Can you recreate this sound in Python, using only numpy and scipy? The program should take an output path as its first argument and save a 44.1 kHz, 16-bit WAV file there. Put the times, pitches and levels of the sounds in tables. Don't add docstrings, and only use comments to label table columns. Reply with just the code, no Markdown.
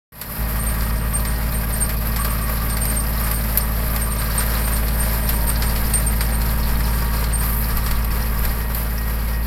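import sys
import numpy as np
from scipy import signal
from scipy.fft import rfft, irfft
from scipy.io import wavfile
from scipy.ndimage import uniform_filter1d

SR = 44100
rng = np.random.default_rng(int(sys.argv[2]) if len(sys.argv) > 2 else 0)


def generate_wav(sig):
    pcm = np.round(np.clip(np.atleast_2d(sig).T, -1, 1) * 32767).astype(np.int16)
    wavfile.write(sys.argv[1], SR, pcm)


N = 417186

# f/Hz, level/dB
GRIT_SPECTRUM = [(2000, -20), (3400, -7), (4200, -0.5), (5000, 1), (5700, -4), (6350, -9), (7200, -5),
                 (8300, -6), (10000, -1), (13000, -6.5)]


def from_db(db):
    return 10 ** (np.asarray(db) / 20)


def rms_one(x):
    return x / np.sqrt(np.mean(x ** 2) + 1e-20)


def in_time(rows):
    s, *columns = np.transpose(rows)
    return [np.interp(np.arange(N) / SR, s, c) for c in columns]


def drift(rate):
    r = np.exp(-80 * np.pi * rate / SR)
    slow = signal.lfilter([1], [1, -2 * r, r * r], rng.standard_normal(N // 40 + 2002))[2000:]
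    return np.interp(np.arange(N) / 40, np.arange(len(slow)), rms_one(slow))


def colour(x, spectrum):
    hz, db = np.transpose(spectrum)
    bins = np.maximum(np.arange(N // 2 + 1) * SR / N, 1)
    gain = from_db(np.interp(np.log(bins), np.log(hz), db))
    skirts = np.minimum(1, np.minimum(bins / hz[0], hz[-1] / bins)) ** 4
    return rms_one(irfft(rfft(x) * gain * skirts, N))


def resonate(x, hz, width_hz):
    r = np.exp(-np.pi * width_hz / SR)
    return rms_one(signal.lfilter([1, 0, -1], [1, -2 * r * np.cos(2 * np.pi * hz / SR), r * r], x))


def contacts(per_s, spread_db, decay_s):
    sizes = from_db(spread_db * np.minimum(rng.exponential(1, N), 4)) ** 2
    hits = sizes * (rng.random(N) < per_s / SR)
    power = signal.lfilter([1], [1, -np.exp(-1 / (decay_s * SR))], hits + 1e-18)
    return power / power.mean()


def grains(power):
    return np.sqrt(power) * rng.standard_normal(N)


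def sheet(power, hz, width_hz):
    return resonate(resonate(grains(power), hz, width_hz), hz, 3 * width_hz)


def blend(a, b, share):
    return (1 - share) * a + share * b


def partial(turns, waver_db, waver_rate):
    return np.sqrt(2) * np.sin(2 * np.pi * turns) * from_db(waver_db * drift(waver_rate))


def swells(rows):
    t = np.arange(N) / SR
    return sum(np.outer(db, np.cos(np.pi * np.clip((t - s) / length_s, -.5, .5)) ** 2)
               for s, length_s, *db in rows)


def burst(time_s, level_db, decay_s, rise_s):
    out, age = np.zeros(N), np.arange(SR // 8) / SR
    for s, db, decay in np.broadcast(time_s, level_db, decay_s):
        shape = (1 - np.exp(-age / rise_s)) * np.exp(-age / decay)
        start = int(s * SR)
        out[start:start + len(age)] += (from_db(db) * shape / shape.max())[:N - start]
    return out


def nearness(close_db, follows):
    approach = [(.4, -2.5), (1.7, -2.5), (2.5, -1.5), (4, -1.5), (5.5, 0.4), (6.7, -0.4), (7.9, -1.4),
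                (8.6, -4), (9.45, -4.5)]
    return from_db(close_db + follows * in_time(approach)[0])


def throb(rate_hz=7.87, depth=0.23, peak_s=.563, end_s=2.0):
    t = np.arange(N) / SR
    return 1 + depth * np.clip((end_s - t) * 20, 0, 1) * np.cos(2 * np.pi * rate_hz * (t - peak_s))


def exhaust(cycles, dispersion=.264):
    orders = [(1, -12), (2, -24), (3, 3), (4, -22.5), (5, -17.5), (6, -10.5), (7, -12.5), (9, -13.5),
              (11, -25), (12, -15.5), (15, -26.5), (22, -33), (25, -32.5), (26, -34), (34, -29),
              (43, -29.5), (46, -31.5), (47, -37), (54, -26)]
    roar_spectrum = [(40, -14), (90, -5), (130, -2.5), (190, -2), (240, -7.5), (330, -13), (600, -48)]
    drone = [(.4, -22, 0.3), (4, -20.5, -1), (6.6, -19, -1.5), (9.4, -21.3, -3.5)]
    loudness, shade = from_db(in_time(drone))
    tones = [(k, from_db(db) * (shade if k > 3 else throb()), k * cycles - dispersion * k * k)
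             for k, db in orders]
    firing = sum(gain * partial(turns, waver_db=0.62, waver_rate=2.6)
                 for k, gain, turns in tones if k <= 12)
    growl = sum(gain * partial(turns, waver_db=3.0, waver_rate=1.7)
                for k, gain, turns in tones if k > 12)
    puffs = blend(0.73, 1 + np.cos(6 * np.pi * cycles), share=0.74)
    roar = shade * colour(grains(puffs), roar_spectrum)
    return loudness * (firing + from_db(-3.5) * growl + from_db(-16.5) * roar)


def gears(cycles, teeth_per_cycle=17.03, shaft_hz=2.6, peak_s=0.536, swing_db=3):
    whine = [(7, -57), (8, -55.5)]
    beam = [(0, -58, -46), (4.8, -60, -55), (5.4, -45, -48), (5.8, -46.5, -50), (7.1, -43, -46.5),
            (8.4, -47.5, -49.5), (9.3, -53, -46.5)]
    teeth = teeth_per_cycle * cycles + 0.012 * drift(14.3)
    third_db, sixth_db = in_time(beam)
    load_db = swing_db * np.cos(2 * np.pi * shaft_hz * (np.arange(N) / SR - peak_s))
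    harmonics = whine + [(3, third_db), (6, sixth_db + load_db)]
    return sum(from_db(db) * partial(k * teeth, waver_db=3.0, waver_rate=10.4) for k, db in harmonics)


def rumble(rods):
    tumbling = [(.4, -41), (2, -40.5), (5.4, -36.5), (6.9, -38.5), (9.4, -40.5)]
    spectrum = [(200, 0), (330, -5), (430, 1.5), (560, -0.5), (700, -3), (850, -1), (1100, -14.5),
                (1600, -33)]
    return from_db(in_time(tumbling)[0]) * colour(grains(blend(1, rods, share=0.4)), spectrum)


def sieve(rods):
    spectrum = [(600, -14), (950, -1.5), (1300, 1.5), (1750, 0), (2100, -1), (2600, -5.5), (3300, -9.5),
                (4500, -21), (6000, -28)]
    frame_modes = [(504, 52, -13.5), (968, 63, -13.5), (1247, 44, -13.5), (1623, 70, -9.5), (1890, 63, -16)]
    clatter = colour(grains(blend(0.87, rods, share=0.73)), spectrum)
    frame = sum(from_db(db) * sheet(rods, hz, width) for hz, width, db in frame_modes)
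    return nearness(-36, follows=0.64) * clatter + nearness(-34.5, follows=1) * frame


def side_plate(rods):
    ringing = [(.4, -43.5), (2, -42), (2.2, -36.5), (3.25, -40), (3.45, -48), (3.9, -38), (5.3, -48.5),
               (7.9, -38.5), (9.4, -46.5)]
    modes = [(1132, 38, -3), (1187, 32, -3.5)]
    rattle = blend(rods, contacts(per_s=60, spread_db=1.5, decay_s=0.0036), share=0.57)
    ring = sum(from_db(db) * sheet(rattle, hz, width) for hz, width, db in modes)
    return from_db(in_time(ringing)[0]) * ring


def chute(rods):
    ringing = [(.4, -45), (5.3, -41.5), (8.4, -65)]
    return from_db(in_time(ringing)[0]) * sheet(np.sqrt(rods), hz=612, width_hz=55)


def gravel(pebbles):
    grit = colour(grains(pebbles), GRIT_SPECTRUM)
    ticks = sum(sheet(contacts(per_s=9, spread_db=3.0, decay_s=0.0044), hz, width_hz=650)
                for hz in np.geomspace(4000, 5300, 12))
    return nearness(-39, follows=1.13) * (grit + from_db(-5.5) * rms_one(ticks))


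def soil(earth, heap_db):
    flow = [(.4, 1), (.95, -2), (1.35, -4.5), (1.6, 0.6), (3.6, 0.1), (4.3, 0), (5.5, 2.3), (6.7, -1.5),
            (9.45, -3.5)]
    crumb_spectrum = [(6500, -36), (8000, -19), (9500, -13.5), (10800, -5.5), (11800, 0), (12400, 3),
                      (13000, 0), (14000, -15)]
    dust_spectrum = [(9000, -26), (11500, -17), (12600, -2), (13200, -7), (14000, 8), (15000, -2.5),
                     (16000, -10)]
    flow_db, = in_time(flow)
    crumbs = from_db(-33.5 + flow_db + heap_db) * colour(grains(earth), crumb_spectrum)
    dust = from_db(-41 + 0.52 * flow_db + 1.1 * heap_db) * colour(grains(earth), dust_spectrum)
    return crumbs + dust


def digger():
    heaps = [(1.19, 0.27, 3.5, 0), (3.28, 0.31, 2.5, 3), (3.95, 0.35, 2, 1), (4.47, 1, 1.5, 3),
             (5.65, 0.31, -1.5, 1.5), (7.56, 0.54, 6, -0.6), (8.78, 0.17, 4, 1.5)]
    soil_db, stones_db = swells(heaps)
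    jolts = contacts(per_s=130, spread_db=2.5, decay_s=0.02)
    rods = blend(jolts, contacts(per_s=400, spread_db=3.5, decay_s=0.0022), share=0.46)
    pebbles = blend(jolts, contacts(per_s=1200, spread_db=-1.0, decay_s=0.00095), share=0.12)
    earth = blend(jolts, contacts(per_s=730, spread_db=3.0, decay_s=0.0021), share=0.49)
    body = rumble(rods) + from_db(stones_db) * sieve(rods) + side_plate(rods) + chute(rods)
    return body + from_db(1.05 * stones_db) * gravel(pebbles) + soil(earth, soil_db)


def rod_ring(strikes, count=5, spacing=.09, decay_s=0.0069):
    out, age = np.zeros(N), np.arange(SR // 8) / SR
    for s, db, hz in strikes:
        modes = hz * (1 + spacing * (np.linspace(-2, 2, count) + rng.uniform(-0.52, 0.475, count)))
        strengths = np.hanning(count + 2)[1:-1] * rng.choice([-1, 1], count)
        ring = strengths @ np.sin(2 * np.pi * np.outer(modes, age)) / np.linalg.norm(strengths)
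        out[int(s * SR):][:len(age)] += from_db(db) * ring * np.exp(-age / decay_s)
    return out


def clods(rod_hz=4600):
    hits = [(0.213, -21.5, -21, 0.0082), (0.8073, -29.5, -43, 0.0047), (1.2504, -27.5, -35, 0.005),
            (1.892, -28, -31, 0.01), (2.071, -39, -24, .002), (2.161, -26.5, -30, 0.012),
            (2.2467, -27, -25, .007), (2.7001, -29.5, -34, 0.0065), (2.7697, -27.5, -30, 0.0081),
            (2.8529, -29, -25, 0.0055), (3.313, -29, -22, 0.006), (3.5737, -25.5, -13.5, 0.0071),
            (3.961, -25, -23, .004), (4.405, -26, -37, 0.0052), (4.7657, -31, -34, .005),
            (4.882, -29.5, -31, 0.0038), (5.2894, -25, -24, 0.013), (5.4984, -29, -26, 0.0068),
            (5.622, -23, -34, 0.011), (5.761, -26.5, -40, .006), (5.9364, -24.5, -25, .007),
            (6.2075, -23, -28, 0.009), (6.4163, -30, -32, 0.0037), (6.805, -28, -43, 0.004),
            (7.24, -25.5, -36, 0.0046), (7.77, -30, -24, 0.004), (7.863, -27, -34, 0.0098),
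            (7.911, -25.5, -32, 0.0042), (8.0456, -34, -30, .005), (8.3924, -55, -27, .002),
            (8.4514, -27, -28, .005), (8.7469, -32, -27, .006)]
    knock_spectrum = [(300, -13), (500, 4.5), (1200, 5.5), (2000, 7.5), (3000, 0.5), (4600, 0.5), (5500, 0),
                      (6400, -7), (8000, 1), (10000, -6), (14000, -58)]
    crunch_spectrum = [(7000, -23), (9500, -12.5), (11000, -5), (12200, 3.5), (13500, -2), (15000, -19),
                       (16000, -23)]
    time_s, knock_db, crunch_db, decay_s = np.transpose(hits)
    crack = burst(time_s, knock_db - 2, decay_s=0.0013, rise_s=0.0002)
    knock = burst(time_s, knock_db - 2.5, 2.14 * decay_s, rise_s=0.00047)
    crunch = burst(time_s, crunch_db + 4, decay_s, rise_s=0.00056)
    layers = [(crack, GRIT_SPECTRUM), (knock, knock_spectrum), (crunch, crunch_spectrum)]
    impacts = sum(envelope * colour(rng.standard_normal(N), spectrum) for envelope, spectrum in layers)
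    return impacts + rod_ring([(s, db - 2, rod_hz) for s, db in zip(time_s, knock_db)])


def bearing(hz=8708, second_hz=8460, wobble_hz=22, rise_s=0.011, stop_s=0.015, ring_s=0.023, ring_db=-19):
    chirps = [(0.59, 0.027, -30), (0.661, .015, -24), (1.135, 0.024, -18), (1.264, 0.018, -32),
              (1.536, .035, -30), (1.722, 0.022, -27), (1.803, 0.028, -19), (2.19, 0.028, -27),
              (2.292, .012, -28), (2.415, 0.024, -33.5), (2.692, 0.053, -30.5), (2.806, 0.026, -25),
              (2.86, 0.044, -30), (2.959, 0.044, -25), (3.231, 0.022, -34), (3.33, 0.055, -31.5),
              (3.604, 0.019, -27.5), (4.01, 0.025, -26), (4.1, 0.033, -28), (4.175, 0.023, -29),
              (4.376, 0.0092, -18), (4.635, 0.048, -31.5), (4.721, 0.02, -24), (4.994, 0.02, -25),
              (5.465, .03, -26), (5.659, 0.017, -33), (5.93, 0.041, -19.5), (6.06, 0.02, -21),
              (6.206, 0.016, -31), (6.314, 0.041, -31.5), (7.324, 0.032, -25), (7.39, 0.016, -29.5)]
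    singing = [(.4, -55), (1, -43), (2, -62), (5, -47), (8, -54), (8.4, -64)]
    envelope = from_db(in_time(singing)[0] - 2 + 5 * drift(9))
    age = np.arange(SR // 4) / SR
    for s, length_s, db in chirps:
        released = np.maximum(age - length_s, 0)
        fall = np.maximum(np.exp(-released / stop_s), from_db(ring_db) * np.exp(-released / ring_s))
        envelope[int(s * SR):][:len(age)] += from_db(db - 1.5) * np.minimum(age / rise_s, 1) * fall
    turns = np.cumsum(hz + wobble_hz * drift(140)) / SR
    second = from_db(-26) * partial(turns * second_hz / hz, waver_db=5.5, waver_rate=60)
    return envelope * (partial(turns, waver_db=3.0, waver_rate=120) + second)


def wind(breeze_db=-38, rise_s=0.13):
    gusts = [(.6, 1.002, 13.5), (5.2, 6.9, 11.5), (7.7, 8.65, 17)]
    spectrum = [(12, 6), (20, 3.5), (36, -2), (70, -11.5), (130, -19.5), (300, -52)]
    t = np.arange(N) / SR
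    steps_db = sum(db * ((t > start) & (t < end)) for start, end, db in gusts)
    gust_db = uniform_filter1d(steps_db.astype(float), int(rise_s * SR))
    return from_db(breeze_db + gust_db + 1.5 * drift(2.4)) * colour(rng.standard_normal(N), spectrum)


def stones():
    clinks = [(2.6038, -34, 4970), (3.1795, -28, 4360), (3.6065, -27, 5110), (4.2172, -27, 4550),
              (4.3084, -28, 4300), (4.6447, -30, 4370), (5.5586, -23, 4710), (6.6297, -28, 4580),
              (6.7549, -29, 4220), (6.8522, -28, 4550), (7.1665, -27, 4770), (7.7047, -30, 5020),
              (8.1128, -29, 5130), (8.2245, -28, 5010), (8.9793, -27, 5340)]
    return rod_ring(clinks)


def scene():
    engine_speed = [(.4, 54.77), (3.4, 54.9), (5.25, 54.9), (5.91, 54.76), (6.7, 55.25), (7.35, 55.1),
                    (9.45, 55.35)]
    cycles = np.cumsum(in_time(engine_speed)[0]) / (3 * SR)
    return (exhaust(cycles) + gears(cycles) + digger() + clods() + stones() + bearing() + wind())[None]


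def record(dry, notch_hz=6300, notch_width_hz=240, ceiling=.8, cutoff_hz=15900):
    fade_in = [(0, -88, -18), (.118, -88, -20), (.122, -16, -13), (.2, -8.5, -21), (.3, -2.5, -13),
               (.378, -1.5, -24), (.392, 1, -5)]
    gain_db, bass_db = in_time(fade_in)
    heard = signal.lfilter(*signal.iirnotch(notch_hz, notch_hz / notch_width_hz, fs=SR), dry)
    bass = signal.sosfiltfilt(signal.butter(2, 130, fs=SR, output="sos"), heard)
    faded = from_db(gain_db) * (heard + (from_db(bass_db) - 1) * bass)
    rounded = faded / (1 + (faded / ceiling) ** 4) ** .25
    return signal.sosfilt(signal.ellip(12, .1, 90, cutoff_hz, fs=SR, output="sos"), rounded)


dry = scene()
out = record(dry)
generate_wav(out)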